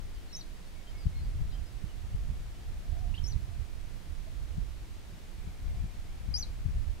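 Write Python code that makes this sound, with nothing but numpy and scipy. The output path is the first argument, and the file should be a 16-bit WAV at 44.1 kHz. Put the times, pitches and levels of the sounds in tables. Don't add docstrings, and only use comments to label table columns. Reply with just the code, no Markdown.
import sys
import numpy as np
from scipy import signal
from scipy.fft import rfft, irfft, next_fast_len
from scipy.io import wavfile
from scipy.ndimage import map_coordinates

SR = 44100
rng = np.random.default_rng(int(sys.argv[2]) if len(sys.argv) > 2 else 0)


def transcribe(signal):
    frames = np.atleast_2d(signal).T
    limited = np.clip(frames, -1, 1)
    pcm = np.round(limited * 32767).astype(np.int16)
    wavfile.write(sys.argv[1], SR, pcm)


N = 308700


def amp(db):
    return 10 ** (np.asarray(db) / 20)

def unit(x):
    return x / np.sqrt(np.mean(x ** 2) + 1e-20)

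def along(points, hz):
    freqs, values = np.transpose(points)
    return np.interp(np.log(hz + 1), np.log(freqs + 1), values)

def wobble(rate_hz, size):
    knots = rng.standard_normal(int(size * rate_hz / SR) + 4)
    return map_coordinates(knots, [np.arange(size) * rate_hz / SR])

def filtered(x, response):
    size = next_fast_len(N + SR // 2)
    return irfft(rfft(x, size) * response(np.fft.rfftfreq(size, 1 / SR)), size)[..., :N]

def panned(pan_db):
    gains = amp(np.array([np.atleast_1d(pan_db), -np.atleast_1d(pan_db)]) / 2)
    return gains / np.sqrt(np.mean(gains ** 2, axis=0))

def add(out, start_s, sound):
    span = out[:, max(round(start_s * SR), 0):][:, :sound.shape[1]]
    span += sound[:, :span.shape[1]]

def lagged(x, lag):
    return filtered(x, lambda hz: np.exp(.5j * np.array([-lag(hz), lag(hz)])))


# frequency_hz, relative_db
HUSH_SPECTRUM = [(120, -41), (200, -3.5), (211, -2.5), (231, -3.5), (316, -1.5), (352, -2.5), (393, -4.5),
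                 (577, -8.5), (731, -9.5), (944, -11.5), (1960, -11), (3990, -14.5), (8140, -20.5),
                 (13100, -26), (15700, -30)]
# frequency_hz, correlation
HUSH_LIKENESS = [(100, 0.73), (500, 0.42), (1500, 0.21), (4000, 0.27), (8000, 0.412), (14000, 0.43)]

def hush(level_db):
    def colour(hz):
        width = np.arccos(along(HUSH_LIKENESS, hz)) / 2
        return amp(along(HUSH_SPECTRUM, hz)) * [np.cos(width), np.sin(width)]
    mid, side = filtered(rng.standard_normal((2, N)), colour)
    return unit(np.array([mid + side, mid - side])) * amp(level_db)

def drone(centre_hz, width_hz, level_db, swell_db, pan_db):
    band = filtered(rng.standard_normal((2, N)), lambda hz: 1 / (1 + ((hz - centre_hz) / width_hz) ** 2))
    return unit(band) * amp(level_db + swell_db * wobble(3.98, N)) * panned(pan_db)


# time_s, level_db, pan_db
GUSTS = [(0, -39.5, 11), (.17, -48, 4.5), (.68, -49.5, -1), (.98, -44.5, -6), (1.1, -32, -7),
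         (1.45, -32, -0.5), (1.68, -42.5, -15), (2.3, -34.5, -5), (2.5, -42.5, 0.5), (2.85, -42, 0),
         (3.13, -30, -15.5), (3.44, -34, -15), (3.87, -45, -13), (4.35, -36.5, -18), (4.65, -38.5, -8.5),
         (5.3, -47.5, -5), (5.81, -32, 5.5), (5.93, -45.5, 0.5), (6.3, -34.5, 9), (6.55, -38.5, -3),
         (6.7, -35.5, 20), (6.85, -33, -19), (7, -45, -7)]
# frequency_hz, relative_db
RUMBLE_SPECTRUM = [(8.8, -18), (15, -7), (38, 2.5), (70, -1), (148, -17), (198, -27.5), (260, -32),
                   (340, -45), (570, -120)]

def buffeting(gain_db, lump_db, corner_hz, dulling_db):
    time_s, level_db, pan_db = np.transpose(GUSTS)
    t = np.arange(N) / SR
    gust_db = np.interp(t, time_s, level_db)
    sides = panned(np.interp(t, time_s, pan_db))
    rumble = unit(filtered(rng.standard_normal((2, N)), lambda hz: amp(along(RUMBLE_SPECTRUM, hz))))
    deep = filtered(rumble, lambda hz: 1 / (1 + (hz / corner_hz) ** 4))
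    strength = unit(gust_db - gust_db.mean())
    fine = (rumble - deep) * amp(dulling_db * (1 - strength))
    lumps = amp(lump_db * np.array([wobble(25, N), wobble(25, N)]))
    return (deep + fine) * unit(lumps) * amp(gust_db + gain_db) * sides


# centre_s, level_db, half_width_s, port
PORT_THUMPS = [(1.068, -16.5, 0.0039, "left"), (1.421, -20, 0.0048, "left"), (1.843, -26, 0.0028, "right"),
               (2.149, -23.5, 0.0048, "left"), (2.303, -21, .0045, "right"),
               (3.363, -21.5, 0.0035, "right"), (4.583, -21.5, 0.0031, "left"),
               (5.476, -26, 0.0034, "left"), (5.843, -23.5, 0.003, "left"), (6.289, -26.5, 0.0024, "left"),
               (6.662, -20, 0.0033, "left"), (6.697, -23, 0.0049, "left")]

def eddies(top_hz, wake_hz, wake_s, wake_db, pan_db):
    out = np.zeros((2, N))
    t = np.arange(-SR // 10, SR // 10) / SR
    noise = rng.standard_normal(N)
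    churn = unit(filtered(noise, lambda hz: (hz / wake_hz) ** 2 / (1 + (hz / wake_hz) ** 6)))
    for centre_s, level_db, half_width_s, port in PORT_THUMPS:
        u = t / half_width_s
        dip = (u ** 2 - 1) / (1 + u ** 2) ** 2
        wake = amp(wake_db) * np.exp(-(t / wake_s) ** 2 / 2) * churn[round(centre_s * SR):][:len(t)]
        sides = panned(pan_db if port == "left" else -pan_db)
        add(out, centre_s + t[0], amp(level_db) * sides * (dip + wake) * np.hanning(len(t)))
    return filtered(out, lambda hz: 1 / (1 + (hz / top_hz) ** 6))


def song(glides, overtone_db, waver, flutter_db, edge_s, edge_share, purity_db_per_octave=0, pace=1):
    out = np.zeros((2, N))
    for start_s, length_s, start_hz, middle_hz, end_hz, level_db, fade_db, pan_db in glides:
        u = np.linspace(0, 1, max(int(length_s * SR), 64))
        hz = np.polyval(np.polyfit([0, .5, 1], [start_hz, middle_hz, end_hz], 2), u ** pace)
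        phase = 2 * np.pi * np.cumsum(hz * (1 + waver * wobble(400, len(u)))) / SR
        ramp = np.clip(np.minimum(u, 1 - u) / (edge_s / length_s + edge_share), 0, 1)
        envelope = np.sin(ramp * np.pi / 2) * amp(level_db + fade_db * u + flutter_db * wobble(162, len(u)))
        octaves_below = np.maximum(np.log2(5500 / hz), 0)
        overtone = amp(overtone_db - purity_db_per_octave * octaves_below) * np.sin(2 * phase)
        add(out, start_s, panned(pan_db) * envelope * np.sqrt(2) * (np.sin(phase) + overtone))
    return out

def shore(x, delay_s, bank_db, bank_t60_s, shrubs_db, shrubs_t60_s):
    t = np.arange(SR // 2) / SR
    def scatter(t60_s):
        decay = amp(-60 * t / t60_s) * (t > delay_s)
        return unit(rng.standard_normal((2, len(t))) * decay) / np.sqrt(len(t))
    echoes = amp(bank_db) * scatter(bank_t60_s) + amp(shrubs_db) * scatter(shrubs_t60_s)
    return x + signal.fftconvolve(x, echoes, axes=1)[:, :N]

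def chatter(start_s, end_s, pitch_hz, level_db, count):
    glides = []
    for k, (late, high, bend, loud) in enumerate(rng.standard_normal((count, 4))):
        hz = pitch_hz * (1 + .039 * high)
        onset_s = start_s + (end_s - start_s) * (k + .14 * late) / count
        pitches = hz * (1 + .058 * bend), hz, hz * (1 - .078 * bend)
        glides.append((onset_s, .04, *pitches, level_db + 2.2 * loud, 0, 0))
    return glides

def piping(start_s, period_s, length_s, pitch_hz, sag_hz, level_db, count):
    return [(start_s + k * period_s, length_s, *[pitch_hz - k * sag_hz] * 3,
             level_db - 6 * (k == count - 1), 0, -2) for k in range(count)]


# start_s, length_s, start_hz, end_hz, level_db, pan_db
FAR_NOTES = [(0.158, .045, 3040, 3100, -68, -8), (0.278, 0.051, 4300, 4210, -65, 5),
             (.315, 0.11, 3970, 3750, -62, 14), (0.869, 0.029, 3150, 3150, -60, 0),
             (0.973, .085, 5120, 4450, -64.5, 5), (1.15, .075, 4240, 4220, -63, 13),
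             (1.506, 0.027, 4220, 3650, -63.5, 10), (1.525, 0.043, 3080, 3210, -62.5, -1.5),
             (1.655, .04, 5010, 5090, -67, 0), (1.889, .032, 2980, 2850, -64, -10),
             (2.985, .015, 6200, 5000, -62, 0), (3.163, 0.014, 4720, 3800, -61, 0),
             (4.266, 0.022, 629, 670, -58, 3)]

def distant_birds():
    glides = [(start_s, length_s, start_hz, (start_hz + end_hz) / 2, end_hz, level_db, 0, pan_db)
              for start_s, length_s, start_hz, end_hz, level_db, pan_db in FAR_NOTES]
    glides += piping(.752, period_s=.187, length_s=.078, pitch_hz=2220, sag_hz=20.7, level_db=-66, count=4)
    glides += chatter(.13, 1.8, pitch_hz=4700, level_db=-68.5, count=6)
    glides += chatter(2.05, 3.6, pitch_hz=2920, level_db=-72, count=3)
    glides += chatter(5.4, 6.8, pitch_hz=2280, level_db=-73.5, count=36)
    voices = song(glides, overtone_db=-32, waver=.007, flutter_db=.1, edge_s=.00078, edge_share=.1)
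    direct = lagged(voices, lambda hz: hz / 3200)
    return shore(direct, delay_s=.011, bank_db=-9.5, bank_t60_s=.19, shrubs_db=-12.5, shrubs_t60_s=.51)


# start_s, pitch_hz, level_db, pan_db
DOUBLE_CALL = [(3.141, 2867, -48, -5), (3.175, 3120, -50.5, -.5)]

def second_bird(climb_s=.013, climb_share=.062, flick_s=.0081, top_hz=4200, flick_db=-2, fade_db=-12):
    glides = []
    for start_s, hz, level_db, pan_db in DOUBLE_CALL:
        low_hz, high_hz = hz * (1 - climb_share), hz * (1 + climb_share)
        flick_hz = high_hz, np.sqrt(high_hz * top_hz), top_hz
        glides.append((start_s, climb_s, low_hz, hz, high_hz, level_db, 0, pan_db))
        flick_start_s = start_s + climb_s - flick_s / 2
        glides.append((flick_start_s, flick_s, *flick_hz, level_db + flick_db, fade_db, pan_db))
    voice = song(glides, overtone_db=-28, waver=.013, flutter_db=3.5, edge_s=.00085, edge_share=.12)
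    direct = lagged(voice, lambda hz: -hz / 2900)
    return shore(direct, delay_s=.0064, bank_db=-8.5, bank_t60_s=.11, shrubs_db=-10, shrubs_t60_s=.37)


# frequency_hz, lag_rad
PORT_DELAY = [(3000, 1.5), (4200, 1.65), (4900, 1.8), (5500, 1.4), (6200, 1.2), (12000, 1.2)]
# length_s, start_hz, middle_hz, end_hz, relative_db, fade_db
TOP_GLIDES = [(.022, 6350, 6176, 6180, -1, -2), (.024, 5960, 5890, 5660, -5.5, -3.5)]
# start_hz, knee_hz, end_hz
FLICK_PITCHES = (5460, 4430, 3870)
# start_s, lead_s, opening_hz, opening_db, top_db, flick_db, opening_pan_db
NEAR_CHIRPS = [(.326, .037, 5450, -49.5, -44, -46.5, -1.5), (3.238, .0365, 5415, -46.5, -47.5, -47, 6),
               (6.339, .040, 4850, -32.5, -38.5, -34.5, 8)]

def near_bird(opening_share=.54, step_hz=5500, step_db=-1, flick_s=.019, flick_fade_db=-12):
    step_pitches = step_hz * (1 + .017 * np.array([-1, 0, 1]))
    openings, middles, flicks = [], [], []
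    for start_s, lead_s, opening_hz, opening_db, top_db, flick_db, pan_db in NEAR_CHIRPS:
        opening_s = lead_s * opening_share
        rim_hz = opening_hz * 1.028
        openings.append((start_s, opening_s, rim_hz, opening_hz, rim_hz, opening_db, 0, pan_db))
        start_s += opening_s
        step = (lead_s - opening_s, *step_pitches, step_db, 0)
        for length_s, *pitches, relative_db, fade_db in [step, *TOP_GLIDES]:
            middles.append((start_s, length_s, *pitches, top_db + relative_db, fade_db, 0))
            start_s += length_s
        flicks.append((start_s, flick_s, *FLICK_PITCHES, flick_db, flick_fade_db, 2.5))
    voice = song(openings, overtone_db=-22, waver=.0054, flutter_db=-.7, edge_s=.002, edge_share=.13,
                 purity_db_per_octave=38)
    voice += song(middles, overtone_db=-21, waver=.0044, flutter_db=2.5, edge_s=.0011, edge_share=.04,
                  purity_db_per_octave=52.5)
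    voice += song(flicks, overtone_db=-35, waver=.008, flutter_db=1, edge_s=.0012, edge_share=.04,
                  pace=.45)
    direct = lagged(voice, lambda hz: along(PORT_DELAY, hz))
    return shore(direct, delay_s=.0076, bank_db=-13.5, bank_t60_s=.11, shrubs_db=-17, shrubs_t60_s=.31)


def scene():
    birds = distant_birds() + second_bird() + near_bird()
    wind = buffeting(gain_db=.5, lump_db=3, corner_hz=72, dulling_db=.46)
    wind += eddies(top_hz=282, wake_hz=125.6, wake_s=.018, wake_db=-17, pan_db=18.5)
    slow_air = drone(centre_hz=23.7, width_hz=9.1, level_db=-44, swell_db=2.5, pan_db=-3.5)
    distance = (drone(centre_hz=702, width_hz=48, level_db=-73, swell_db=4.5, pan_db=5)
                + drone(centre_hz=580, width_hz=610, level_db=-65, swell_db=.7, pan_db=15.5)
                + drone(centre_hz=165.6, width_hz=49, level_db=-59.5, swell_db=1.5, pan_db=-.5))
    return hush(level_db=-57) + distance + slow_air + wind + birds

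def record(dry):
    return filtered(dry, lambda hz: hz < 15750)


dry = scene()
out = record(dry)
transcribe(out)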